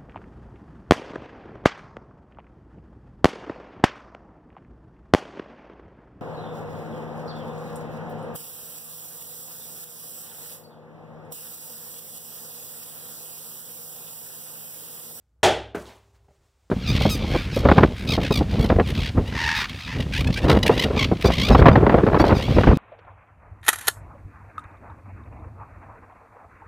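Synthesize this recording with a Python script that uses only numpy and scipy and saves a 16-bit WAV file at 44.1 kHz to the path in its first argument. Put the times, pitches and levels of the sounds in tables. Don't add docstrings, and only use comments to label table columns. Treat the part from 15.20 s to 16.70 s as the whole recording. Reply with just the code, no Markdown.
import sys
import numpy as np
from scipy import signal
from scipy.fft import rfft, irfft, next_fast_len
from scipy.io import wavfile
from scipy.ndimage import map_coordinates

SR = 44100
rng = np.random.default_rng(int(sys.argv[2]) if len(sys.argv) > 2 else 0)


def ratio(d):
    e = np.asarray(d, float) / 20
    return 10 ** e


def generate_wav(sig):
    pcm = np.round(np.clip(np.atleast_2d(sig).T, -1, 1) * 32767).astype(np.int16)
    wavfile.write(sys.argv[1], SR, pcm)


N = 66150


def unit(x):
    return x / np.sqrt(np.mean(x ** 2) + 1e-20)


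def along(points, hz):
    point_hz, value = np.transpose(points)
    return np.interp(np.log(hz + 1), np.log(point_hz + 1), value)


def curve(rows):
    s, db = np.transpose(rows)
    return np.interp(np.arange(N) / SR, s, db, left=-150, right=-150)


def wobble(rate):
    knots = rng.standard_normal(int(N * rate / SR) + 4)
    return map_coordinates(knots, [np.arange(N) * rate / SR])


def coloured(x, gain_db):
    m = 2 * next_fast_len(len(x) // 2 + 4096)
    log_gain = np.log(ratio(gain_db(np.fft.rfftfreq(m, 1 / SR))) + 1e-6)
    cepstrum = irfft(log_gain, m)
    cepstrum[1:m // 2] *= 2
    cepstrum[m // 2 + 1:] = 0
    return irfft(rfft(x, m) * np.exp(rfft(cepstrum)), m)[:len(x)]


def noise(spectrum):
    white = rng.standard_normal(2 * N)
    return unit(coloured(white, lambda hz: along(spectrum, hz))[N:])


def add(track, s, sound):
    part = track[round(s * SR):][:len(sound)]
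    part += sound


def impulse(t):
    return 1. * (t == 0)


BLOW_TIMES = [
    .2303,
    .5462,
    1.0825,
]
# (level [dB], contact time [s], room share [dB], panel ring [dB], ring length [factor])
BLOW_STRENGTHS = [
    (-3.5, 0.0094, 3, -2.5, 0.89),
    (-18, 0.009, -4.5, -11.5, 0.44),
    (-46.5, 0.0063, -6, -17, 0.12),
]
# (frequency [Hz], level [dB])
BLOW_SPECTRA = [
    [(40, -16), (110, -16), (200, -16.5), (400, -5.5), (860, -1), (1000, -9.5), (3600, -18), (5000, -20.5),
     (9000, -27.5), (16000, -47.5)],
    [(60, -33), (185, 0), (250, -6), (400, -2.5), (650, -3.5), (850, -9), (1450, -7), (6000, -41.5)],
    [(100, -1), (250, -12.5), (580, -7), (800, -10.5), (2200, -29), (6000, -60)],
]


def box_blows():
    out, t = np.zeros(2 * N), np.arange(N) / SR
    rise = t / (.002 + t)
    blows = zip(BLOW_TIMES, BLOW_STRENGTHS, BLOW_SPECTRA)
    for k, (s, (db, contact_s, room_db, ring_db, longer), spectrum) in enumerate(blows):
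        crush = rise * np.exp(-t / contact_s) * rng.standard_normal(N)
        crush = crush / np.linalg.norm(crush)
        gain_db = lambda hz: along(spectrum, hz) + body_lift_db(hz)
        direct_peak = np.abs(coloured(crush, gain_db)).max()
        excitation = ceiling_echo(crush) + ratio(room_db) * garage(impulse(t))
        body = coloured(excitation, gain_db) / direct_peak
        ring = ceiling_echo(rise * panel_ring(t, spectrum, longer))
        slow = slow_ringers(t) * ratio(4.5 * (k == 1))
        add(out, s, ratio(db) * (body + ratio(ring_db) * ring + slow))
    return out[:N]


# (frequency [Hz], width [Hz], lift [dB])
BODY_RESONANCES = [(181, 15, 3.5), (392, 130, 7.5), (608.5, 50, 6.5), (812, 130, 2.5), (1050, 370, -4),
                   (1540, 180, 1.5), (3310, 630, 6)]


def body_lift_db(hz):
    return sum(db / (1 + (2 * (hz - centre) / width) ** 2) for centre, width, db in BODY_RESONANCES)


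# (frequency [Hz], level over the blow's spectrum [dB], t60 [s])
PANEL_MODES = [(105, 1.5, 0.27), (364.8, 2, 0.23), (393.5, 2, 0.13), (585.3, -3.5, 0.15), (719, -2, 0.16),
               (814, 2.5, 0.1), (1437, 2.5, 0.14)]


def panel_ring(t, spectrum, longer):
    ring = 0
    for hz, level, t60 in PANEL_MODES:
        envelope = ratio(level + along(spectrum, hz) - 60 * t / (t60 * longer))
        ring = ring + envelope * np.sin(2 * np.pi * hz * t + 1.1 * wobble(45))
    return ring


# (frequency [Hz], level [dB], t60 [s])
SLOW_MODES = [(65.3, -25.5, .85), (103.7, -33.5, 1.3), (197, -47, 0.37), (398, -49, 2.1)]


def slow_ringers(t):
    ring = 0
    for hz, level, t60 in SLOW_MODES:
        envelope = ratio(level - 60 * t / t60 + 2.2 * wobble(14))
        ring = ring + envelope * np.sin(2 * np.pi * hz * t + .45 * wobble(10))
    return ring * (1 - np.exp(-t / .015))


# (time [s], level [dB])
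SCUFF_LEVEL = [(0.545, -74), (0.551, -50.5), (0.579, -50.5), (0.647, -57), (0.715, -58.5), (0.755, -65.5),
               (0.779, -65.5), (0.825, -81.5), (1.07, -81.5)]
# (frequency [Hz], level [dB])
SCUFF_SPECTRUM = [(120, -55.5), (200, -8), (722, -6.5), (1100, -8.5), (1210, -11.5), (1590, -22.5),
                  (7540, -25.5), (16000, -36)]
# (frequency [Hz], level [dB])
DRAG_SPECTRUM = [(60, -73), (120, -5), (400, -14.5), (900, -6.5), (2000, -32), (4000, -34)]
# (start [s], end [s])
DRAG_SPAN = (.64, 1.06)


def slide():
    t = np.arange(N) / SR
    scuff_db = curve(SCUFF_LEVEL) + 7.5 + 2.5 * wobble(110) + 0.79 * wobble(600)
    grit = ratio(scuff_db) * noise(SCUFF_SPECTRUM)
    start_s, end_s = DRAG_SPAN
    on = np.clip(np.minimum(t - start_s, end_s - t) / .04, 0, 1)
    drag_db = -71 - 24 * (t - start_s) + 2.0 * wobble(38)
    drone = on * ratio(drag_db) * noise(DRAG_SPECTRUM)
    return grit + ratio(-9) * garage(grit) + drone


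TICK_TIMES = [.093, .581, .6565, .667, .6935, .697, .766, .86, .947, .955, 1.245]
TICK_LEVELS = [-80, -53, -38, -46, -40, -55, -63, -64, -58, -62, -70]
TICK_PITCHES = [7000, 6000, 3800, 3300, 2000, 11000, 12000, 6000, 1800, 4000, 8000]
TICK_LENGTHS = [.0002, .001, .0002, .001, .0004, .0001, .0001, .0002, .0003, .0001, .0004]


def ticks():
    out, t = np.zeros(2 * N), np.arange(SR // 2) / SR
    for s, db, hz, length in zip(TICK_TIMES, TICK_LEVELS, TICK_PITCHES, TICK_LENGTHS):
        envelope = np.e * t / length * np.exp(-t / length)
        click = envelope * np.sin(2 * np.pi * hz * t)
        ring = coloured(garage(impulse(t)), lambda f: -12 * np.log2(f / hz + 1e-3) ** 2)
        ring = ratio(5) * np.linalg.norm(click) * ring / np.linalg.norm(ring)
        add(out, s, ratio(db) * (click + ring))
    return out[:N]


def ceiling_echo(x):
    return x + ratio(-5) * np.roll(x, round(.022 * SR))


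# (frequency [Hz], t60 [s])
GARAGE_DECAY = [(100, .6), (400, .41), (1000, .4), (3600, .42), (4500, .35), (8000, .29), (14000, .24)]


def garage(x):
    hz, t, z = signal.stft(rng.standard_normal(SR), SR, nperseg=256)
    decay = ratio(-60 * t / along(GARAGE_DECAY, hz)[:, None])
    tail = signal.istft(z * decay, SR, nperseg=256)[1]
    tail = np.pad(tail / np.linalg.norm(tail), (round(.006 * SR), 0))
    return signal.fftconvolve(x, tail)[:len(x)]


# (time [s], level [dB])
HUM_LEVEL = [(0, 1), (.08, -0.5), (.2, 3), (.9, 2.5), (.99, 2.5), (1.05, 5.5), (1.15, 2), (1.21, 10.5),
             (1.31, -2.5), (1.39, 1), (1.5, -1)]
# (frequency [Hz], level [dB])
HUM_SPECTRUM = [(20, -28.5), (45, -5.5), (66, 4.5), (115, -7.5), (180, -24), (400, -28), (1500, -40),
                (3000, -63.5)]


def appliance_hum():
    return ratio(-65.5 + curve(HUM_LEVEL) + 1.5 * wobble(12)) * noise(HUM_SPECTRUM)


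# (time [s], level [dB])
RUSTLE_LEVEL = [(0, -82), (.2, -91), (.5, -93.5), (.85, -70), (.93, -75), (.955, -67), (1.0, -80.5),
                (1.06, -77.5), (1.12, -70.5), (1.2, -73), (1.26, -71), (1.35, -74), (1.5, -72)]
# (frequency [Hz], level [dB])
CLOTH_SPECTRUM = [(150, -42.5), (300, -8.5), (600, -5.5), (1000, -8), (3000, -15), (8000, -17),
                  (11000, -28.5), (16000, -27)]


def rustle():
    return ratio(curve(RUSTLE_LEVEL) + 0.4 * wobble(30)) * noise(CLOTH_SPECTRUM)


def scene():
    mono = box_blows() + slide() + ticks() + appliance_hum() + rustle()
    return np.tile(mono, (2, 1))


def roll_off(x):
    return signal.sosfilt(signal.butter(12, 16450, fs=SR, output="sos"), x)


def record(dry):
    clip_top, clip_hard = .33, 12
    x = dry / (1 + np.abs(dry / clip_top) ** clip_hard) ** (1 / clip_hard)
    x = signal.lfilter(*signal.butter(1, 41.7, 'high', fs=SR), x)
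    x = x + ratio(-90.5) * rng.standard_normal(x.shape)
    x = signal.sosfilt(signal.ellip(10, .5, 60, 15800, fs=SR, output='sos'), x)
    return roll_off(x)


dry = scene()
out = record(dry)
generate_wav(out)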